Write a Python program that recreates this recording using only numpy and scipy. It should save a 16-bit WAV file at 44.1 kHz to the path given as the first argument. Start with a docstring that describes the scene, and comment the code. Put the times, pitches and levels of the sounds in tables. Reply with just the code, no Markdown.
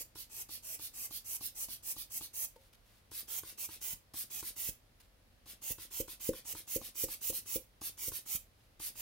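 """Short puffs of air hiss from a rubber bulb blower, first from the left hand, then from the right.
It blows over wet ink on a craft table: each squeeze pushes noisy, swirling air out of the nozzle.
On release the inlet valve ticks open, as a few short ringing tones, and air hisses back in.
Hard squeezes bottom out with a hollow thump, and skin brushes the rubber now and then.
The room is small and quiet: a soft tail of reflections over low rumble and faint hiss."""
import sys
import numpy as np
from scipy import signal
from scipy.fft import rfft, irfft
from scipy.io import wavfile
from scipy.ndimage import uniform_filter1d

SR = 44100
rng = np.random.default_rng(int(sys.argv[2]) if len(sys.argv) > 2 else 0)


def generate_wav(sig):
    """Save sig (samples, or channels by samples) to the path in sys.argv[1] as 16-bit PCM at SR."""
    pcm = np.round(np.clip(np.atleast_2d(sig).T, -1, 1) * 32767).astype(np.int16)
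    wavfile.write(sys.argv[1], SR, pcm)


N = 397333  # length in samples

# Settings in pairs are for (left hand, right hand). Levels in tables are starting levels, before the mix.
HAND_CHANGE_S = 2.8
EDGE_HZ = 15900  # upper limit of the sound
USUAL_DB = -40  # starting level of a usual puff or gulp
# how much later the hiss reaches the right channel than the left
LAG_S = (0.000094, 0.00003)

# the hand closes on the bulb: (t/s, length/s, level/dB, swell over the stroke/dB)
SQUEEZES = [(-.061, .08, -43.5, 6), (0.291, 0.13, -46.5, 5), (0.622, 0.13, -44, -0.5),
            (0.929, 0.13, -43, 1), (1.24, 0.12, -41, 0.5), (1.546, 0.097, -39.5, 1),
            (1.823, 0.095, -39.5, 6), (2.097, 0.081, -39.3, 5), (2.33, 0.12, -38.5, -2),
            (3.273, 0.12, -42, 1.5), (3.573, 0.086, -42, -2.5), (3.806, 0.13, -42.5, -3.5),
            (4.298, 0.11, -44.5, -3), (4.556, 0.14, -41, 2.5), (5.612, 0.11, -42, 6.5),
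            (5.902, .11, -42.5, 8.5), (6.195, 0.099, -42.5, 2), (6.444, 0.083, -43.5, 6.5),
            (6.667, .1, -40.5, 9), (6.945, .099, -38.5, 9), (7.207, 0.097, -37.5, 5),
            (7.451, .115, -41, 12.5), (7.969, 0.12, -41.5, 8), (8.253, 0.11, -40, 10),
            (8.947, 0.082, -45.5, 9)]
# colour of air leaving the nozzle and striking the paper: (f/Hz, left level/dB, right level/dB)
JET_LEFT_HAND = [(200, -22, -17.5), (816, -13.5, -15), (1510, -22, -21), (1930, -15, -14.5),
                 (2700, -12, -8), (3640, -17.5, -18.5), (5400, -11.5, -9.5), (6300, -4.5, -13.5),
                 (6400, -10.5, -9.5), (8300, -7.5, -13.5), (9900, -14, -6), (10400, -7.5, -7.5),
                 (13100, -13, -4.5), (16400, -15, -8)]
JET_RIGHT_HAND = [(200, -28.5, -28.5), (760, -23, -24), (1680, -27, -28), (2040, -18.5, -19.5),
                  (3120, -14.5, -15.5), (3880, -18.5, -20), (5870, -12.5, -13.5), (5830, -8.5, -14),
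                  (7500, -11, -12), (8460, -12, -15.5), (10260, -10.5, -7.5), (11500, -11.5, -9),
                  (13800, -22, -2.5), (14800, -10.5, -5.5)]
LEVEL_AT = 0.65  # share of the stroke at which the swell passes through 0 dB
BUILD_S, RELEASE_S = (0.12, 0.067), (0.0084, 0.0061)  # pressure builds, then collapses
JET_PAN_DB = (1, -0.2)  # extra left minus right level
JET_TILT_DB = (4, 0.84)  # extra brightness per octave at the usual level
JET_BRIGHTENING = 0.29  # faster air is brighter: dB per octave for each dB of level


def nozzle():
    """Pressure builds as the hand closes, and collapses when it stops; harder squeezes are brighter."""
    out = np.zeros((2, N))
    t = np.arange(SR // 4) / SR
    for s, length, db, swell_db in SQUEEZES:
        grip = hand(s)
        build = np.sin(np.pi / 2 * np.clip(t / BUILD_S[grip], 0, 1))
        swell = amp(swell_db * (np.minimum(t / length, 1) - LEVEL_AT))
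        collapse = np.exp(-np.maximum(t - length, 0) / RELEASE_S[grip])
        flow = build * swell * collapse
        colour = JET_RIGHT_HAND if grip else JET_LEFT_HAND
        tilt_db = JET_TILT_DB[grip] + JET_BRIGHTENING * (db - USUAL_DB)
        puff = rush(flow, colour, LAG_S[grip], tilt_db, JET_PAN_DB[grip],
                    echo=1.0, sharpening=0.32, flutter_db=0.85)
        add(out, s, amp(db) * puff)
    return out


# the valve lifts and the bulb springs back: (t/s, time to full flow/s, hiss level/dB, tick level/dB)
REFILLS = [(.156, .05, -44.5, -49.5), (.492, 0.056, -42, -51), (.795, 0.057, -41, -51),
           (1.109, 0.053, -39.5, -49.5), (1.41, 0.051, -38, -47.5), (1.686, 0.044, -41, -49.5),
           (1.965, 0.045, -41, -49), (2.21, 0.028, -43, -47), (3.116, 0.076, -40.5, -51),
           (3.434, 0.061, -47, -46.5), (3.69, 0.049, -46.5, -48), (4.141, 0.067, -36.5, -46.5),
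           (4.428, 0.052, -39, -44), (5.462, 0.048, -48.5, -56), (5.784, 0.045, -45.5, -49.5),
           (6.081, 0.034, -44, -47.5), (6.334, 0.04, -47.5, -45), (6.551, 0.035, -44, -44),
           (6.815, 0.049, -44, -44.5), (7.085, 0.043, -39, -46), (7.328, 0.04, -35.5, -49),
           (7.816, 0.053, -37.5, -43.5), (8.119, 0.047, -38, -45.5), (8.8, 0.068, -37.5, -48.5)]
# colour of air drawn through the inlet valve: (f/Hz, left level/dB, right level/dB)
INLET_LEFT_HAND = [(200, -17, -11.5), (900, -27, -23.5), (1470, -20.5, -18.5), (2520, -12.5, -8.5),
                   (4370, -5.5, -2), (6060, -8, -6.5), (7600, -11.5, -11), (9850, -5.5, -3),
                   (11600, -6, 2.5), (13900, -17, 1.5), (15900, -2, -2)]
INLET_RIGHT_HAND = [(198, -17, -13), (900, -19.5, -14.5), (1450, -13, -10.5), (2580, -7.5, -3),
                    (4550, -5.5, -2), (6250, -6.5, -4.5), (7550, -9.5, -8.5), (9200, -2.5, -1),
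                    (11500, -6, 3), (13600, -6, 3), (16300, -17, 0.5)]
INLET_PAN_DB = (3, 5)  # extra left minus right level
INLET_TILT_DB = (1.76, 2.5)  # extra brightness per octave at the usual level
INLET_BRIGHTENING = 0.33  # dB per octave for each dB of level
LEAK_S = 0.005  # air seeps in this long before the flap lifts
REFILL_FADE_S = 0.019  # at the usual level
SLOWING = 0.087  # a weaker gulp dies away more slowly: dB of fade time for each dB of level


def inlet():
    """The rubber springs back and draws one smooth gulp of air; stronger gulps are brighter."""
    out = np.zeros((2, N))
    t = np.arange(SR // 4) / SR
    for s, to_full, db, _ in REFILLS:
        grip = hand(s)
        rise = LEAK_S + to_full
        fade = REFILL_FADE_S * amp(SLOWING * (USUAL_DB - db))
        width = np.where(t < rise, rise / 2, fade)
        gulp = np.exp(-0.5 * ((t - rise) / width) ** 2)
        flow = gulp * np.minimum(t / 0.00083, 1)  # starts from silence
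        colour = INLET_RIGHT_HAND if grip else INLET_LEFT_HAND
        tilt_db = INLET_TILT_DB[grip] + INLET_BRIGHTENING * (db - USUAL_DB)
        hiss = rush(flow, colour, LAG_S[grip], tilt_db, INLET_PAN_DB[grip],
                    echo=0.77, sharpening=0.43, flutter_db=0.9)
        add(out, s - LEAK_S, amp(db) * hiss)
    return out


# how alike moving air sounds in both channels: (f/Hz, left-right likeness 0 to 1)
AIR_LIKENESS = [(200, 1), (1400, 0.5), (4000, 0.36), (15000, 0.099)]


def rush(flow, colour, lag, tilt_db, pan_db, echo, sharpening, flutter_db):
    """Turbulent air through a small opening; its top end grows faster with flow than its body."""
    size = len(flow)
    hz = np.fft.rfftfreq(size, 1 / SR)
    slope_db = tilt_db * np.log2(np.maximum(hz, 2000) / 8000)  # level below 2 kHz stays flat
    late_right = np.exp(-2j * np.pi * hz * np.array([[0], [lag]]))
    gain = amp(read(colour, hz) + slope_db) * late_right
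    spectrum = rfft(noise(gain, AIR_LIKENESS, size))
    # the bulb changes shape as air passes, so one pattern of echoes gives way to another
    early, late = (evened(irfft(spectrum * near_echoes(hz, echo), size)) for _ in range(2))
    moved = np.cumsum(flow) / flow.sum()  # share of the air that has passed
    air = early * (1 - moved) + late * moved
    top = irfft(rfft(air) / (1 + (9500 / (hz + 1)) ** 6), size)
    body = air - top
    sharpening = np.clip(sharpening, 0, 0.8)
    sound = body * flow ** (1 - sharpening) + top * flow ** (1 + sharpening / 2)
    eddies = evened(uniform_filter1d(rng.standard_normal(size), size=130))
    return sound * amp(flutter_db * eddies) * amp([[pan_db / 2], [-pan_db / 2]])


def near_echoes(hz, strength, count=6):
    """Hand, bulb and table reflect the hiss a moment later; the delays are drawn anew each time."""
    delay = rng.uniform(0.000334, 0.005, (count, 1))
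    delay = delay + 0.000015 * rng.standard_normal((2, count, 1))  # slightly different left and right
    sign = rng.choice([-1, 1], (count, 1))
    echoes = (sign * np.exp(-2j * np.pi * hz * delay)).sum(1)
    return 1 + strength * echoes / np.sqrt(count)


# ringing of the flap and its housing: (f/Hz before the pitch ratio, level/dB, time to fall 60 dB/s)
VALVE_MODES = [(322, 0.5, 0.017), (937, -1.5, 0.015), (1244, -1.5, 0.012), (3130, -11.5, 0.011),
               (7630, 2.5, 0.0071)]
FLAP_PITCH = (0.933, 1.0)  # pitch ratio of the lifting flap
FLAP_SPREAD = 0.2  # each opening tick strays from that pitch by up to this share
SHUT_DB, SHUT_DELAY_S = (-70.5, -64), 0.009  # starting level; wait from squeeze to flap seating


def valve():
    """Suction tugs the flap open with a tick; pressure seats it again, tauter and usually higher."""
    out = np.zeros((2, N))
    for s, _, _, db in REFILLS:
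        pitch = FLAP_PITCH[hand(s)] * (1 + FLAP_SPREAD * rng.uniform(-1, 1))
        add(out, s, amp(db + 6.5) * ring(VALVE_MODES, attack=0.0011, pitch=pitch))
        add(out, s, amp(db - 20.0) * spit(decay=0.0071))
        add(out, s, amp(db + 2) * spit(decay=0.0003))  # the flap unsticks with a needle-sharp crack
        add(out, s - 0.004, amp(db + 2.5) * push(width=0.00251))
    for start, *_ in SQUEEZES:
        s = start + SHUT_DELAY_S
        db = SHUT_DB[hand(start)]
        pitch = 1.31 * rng.uniform(0.695, 0.98)
        add(out, s, amp(db + 8.0) * ring(VALVE_MODES, attack=0.0001, pitch=pitch))
        add(out, s, amp(db + 4) * spit(decay=0.011))
    return out


def spit(decay):
    """A tiny burst of air slips past the moving flap."""
    t = np.arange(SR // 25) / SR
    colour = amp(read(INLET_RIGHT_HAND, np.fft.rfftfreq(len(t), 1 / SR)))
    return noise(colour, AIR_LIKENESS, len(t)) * np.exp(-t / decay)


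# a hard squeeze bottoms out: (t/s, hollow ring level/dB, dull push level/dB)
THUMPS = [(.009, -58, -66), (3.932, -79, -55), (4.688, -53, -48.5), (5.706, -50.5, -49),
          (6.003, -35.5, -49), (6.292, -26, -64), (6.537, -58, -60), (6.762, -34, -51), (7.039, -36.5, -50),
          (7.301, -41, -54), (7.56, -36, -57), (8.08, -48.5, -50), (8.349, -58, -50.5)]
# air in the bulb and its rubber wall: (f/Hz before the pitch ratio, level/dB, time to fall 60 dB/s)
BULB_MODES = [(528, 5.5, 0.036), (340, 6, 0.0036), (338, -13.5, 0.11), (560, -29, 0.13)]
# fingers knock the bulb as it changes hands: (t/s, level/dB)
KNOCKS = [(2.561, -53.5)]
# ringing of the knocked bulb: (f/Hz, level/dB, time to fall 60 dB/s)
KNOCK_MODES = [(497, 1.5, 0.077), (539, -10, 0.32), (907, -5, 0.061)]
# the rubber wall flops back into shape: starting level, and start as a multiple of time to full flow
FLOP_DB, FLOP_AFTER = (-59, -49.5), 1.5


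def bulb():
    """The walls meet after a hard squeeze and the hollow rings; flops and a knock come in between."""
    out = np.zeros((2, N))
    for s, ring_db, push_db in THUMPS:
        hollow = ring(BULB_MODES, attack=0.0014, pitch=rng.uniform(1.0, 1.03), slack=0.0015)
        add(out, s - 0.002, -amp(ring_db + 3.5) * hollow)
        add(out, s - 0.001, amp(push_db + 13) * push(width=0.0019))
        add(out, s - 0.005, amp(push_db + 5) * push(width=0.0051))
    for s, to_full, *_ in REFILLS:  # no ring: the hollow is open again
        add(out, s + FLOP_AFTER * to_full, amp(FLOP_DB[hand(s)]) * push(width=0.00073))
    for s, db in KNOCKS:
        add(out, s, amp(db) * ring(KNOCK_MODES, attack=0.001))
    return out


def ring(modes, attack, pitch=1, slack=0):
    """Fading tones after a soft blow; slack rubber starts low and tightens within milliseconds."""
    t = np.arange(SR // 5) / SR
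    bent_time = pitch * (t - slack * (1 - np.exp(-t / 0.0016)))
    tones = sum(amp(db - 60 * t / t60) * np.sin(2 * np.pi * hz * bent_time) for hz, db, t60 in modes)
    return tones * (1 - np.exp(-t / attack))


def push(width):
    """A brief dip and rebound of air pressure as the rubber wall moves."""
    u = np.arange(SR // 20) / SR / width - 2
    return u * np.exp(-u ** 2)


# skin brushing the rubber: (t/s, length/s, level/dB)
RUBS = [(2.556, 0.017, -63.5), (2.567, 0.15, -70), (2.726, 0.017, -63), (2.74, 0.021, -65),
        (2.809, 0.24, -70), (4.996, 0.027, -61), (5.004, 0.072, -72), (8.549, 0.16, -76)]
# colour of the brushing: (f/Hz, level/dB)
RUB_COLOUR = [(200, -22), (1000, -2), (4000, 0.5), (7500, -5.5), (11000, -1.5), (16000, -5)]


def fingers():
    """Short brushes of skin on rubber: noise with a grainy, uneven loudness."""
    out = np.zeros((2, N))
    for s, length, db in RUBS:
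        size = int(length * SR) + 2
        colour = amp(read(RUB_COLOUR, np.fft.rfftfreq(size, 1 / SR)))
        hiss = noise(colour, AIR_LIKENESS, size)
        grain = amp(1.4 * evened(uniform_filter1d(rng.standard_normal(size), size=60)))
        add(out, s, amp(db) * evened(hiss * grain) * signal.windows.tukey(size, 0.7))
    return out


# how long the room rings: (f/Hz, time to fall 60 dB/s)
ROOM_DECAY = [(100, 0.21), (320, 0.11), (550, 0.2), (2000, 0.27), (7000, 0.22), (15000, 0.19)]


def room(x, gap):
    """Dense reflections of a small room, each band dying at its own speed."""
    hz, t, z = signal.stft(rng.standard_normal((2, SR // 2)), SR, nperseg=256)
    fading = z * amp(-60 * t / read(ROOM_DECAY, hz).T)
    tail = signal.istft(fading, SR, nperseg=256)[1]
    # silent for one gap, then fades in over the next
    tail *= np.clip(np.arange(tail.shape[1]) / SR / gap - 1, 0, 1)
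    tail = tail / np.linalg.norm(tail, axis=1, keepdims=True)
    return signal.fftconvolve(x, tail, axes=1)[:, :N]


# colour of the quiet room: (f/Hz, relative level per Hz/dB)
HUSH = [(20, -3), (48, 2), (72, -8.5), (100, -1.5), (155, -15.5), (215, -12.5), (400, -19.5), (520, -15.5),
        (900, -21.5), (4500, -26), (7500, -33.5), (11000, -30), (15500, -34)]
# how alike the quiet is in both channels: (f/Hz, left-right likeness 0 to 1)
HUSH_LIKENESS = [(50, 0.92), (250, 0.78), (700, 0.088), (1500, 0), (16000, 0.054)]
HUSH_DB = -65.5


def hush():
    """Steady low rumble and faint hiss, made of coloured noise."""
    colour = amp(read(HUSH, np.fft.rfftfreq(N, 1 / SR)))
    return amp(HUSH_DB) * noise(colour, HUSH_LIKENESS, N)


def hand(s):
    """Which hand holds the bulb at time s: 0 left, 1 right."""
    return int(s >= HAND_CHANGE_S)


def noise(gain, likeness, size):
    """Stereo noise of average strength (rms) 1, with a gain and left-right likeness per frequency."""
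    hz = np.fft.rfftfreq(size, 1 / SR)
    a, b = rfft(rng.standard_normal((2, size)))
    same = np.clip(read(likeness, hz)[0], -1, 1)
    right = same * a + np.sqrt(1 - same ** 2) * b
    return evened(irfft(np.array([a, right]) * gain * (hz < EDGE_HZ), size))


def read(points, hz):
    """Each value column of a table, joined by straight lines on a log-frequency axis."""
    f, *columns = np.transpose(points)
    return np.array([np.interp(np.log(hz + 1), np.log(f + 1), c) for c in columns])


def amp(db):
    """Turns decibels into gain."""
    return 10 ** (np.asarray(db) / 20)


def evened(x):
    """Scales a sound to average strength (rms) 1."""
    return x / np.sqrt(np.mean(x ** 2) + 1e-20)


def add(mix, s, sound):
    """Lays a mono or stereo sound into the mix at time s, cutting what falls outside."""
    start = round(s * SR)
    sound = sound[..., max(-start, 0):]
    part = mix[:, max(start, 0):][:, :sound.shape[-1]]
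    part += sound[..., :part.shape[1]]


def scene():
    """The blower close to the microphone, with the room behind it."""
    air = amp(3.5) * nozzle() + amp(0.48) * inlet() + fingers()
    knocks = valve() + bulb()
    air_tail = amp(-10.0) * room(air, gap=0.0021)
    boom = room(knocks, gap=0.00077)
    boom = boom + 0.54 * boom[::-1]  # both sides share part of the boom
    near_knocks = knocks * amp([[0.4], [-0.4]])  # slightly to the left
    return air + air_tail + near_knocks + amp(-8) * boom + hush()


def record(dry):
    """The microphone drops the deepest rumble; then a steep filter cuts the highest treble."""
    rumble_cut = signal.butter(4, 28, "highpass", fs=SR, output="sos")
    thinned = signal.sosfilt(rumble_cut, dry)
    band_limit = signal.firwin(511, EDGE_HZ, window=("kaiser", 9), fs=SR)
    return signal.oaconvolve(thinned, band_limit[None], "same")


dry = scene()
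out = record(dry)
generate_wav(out)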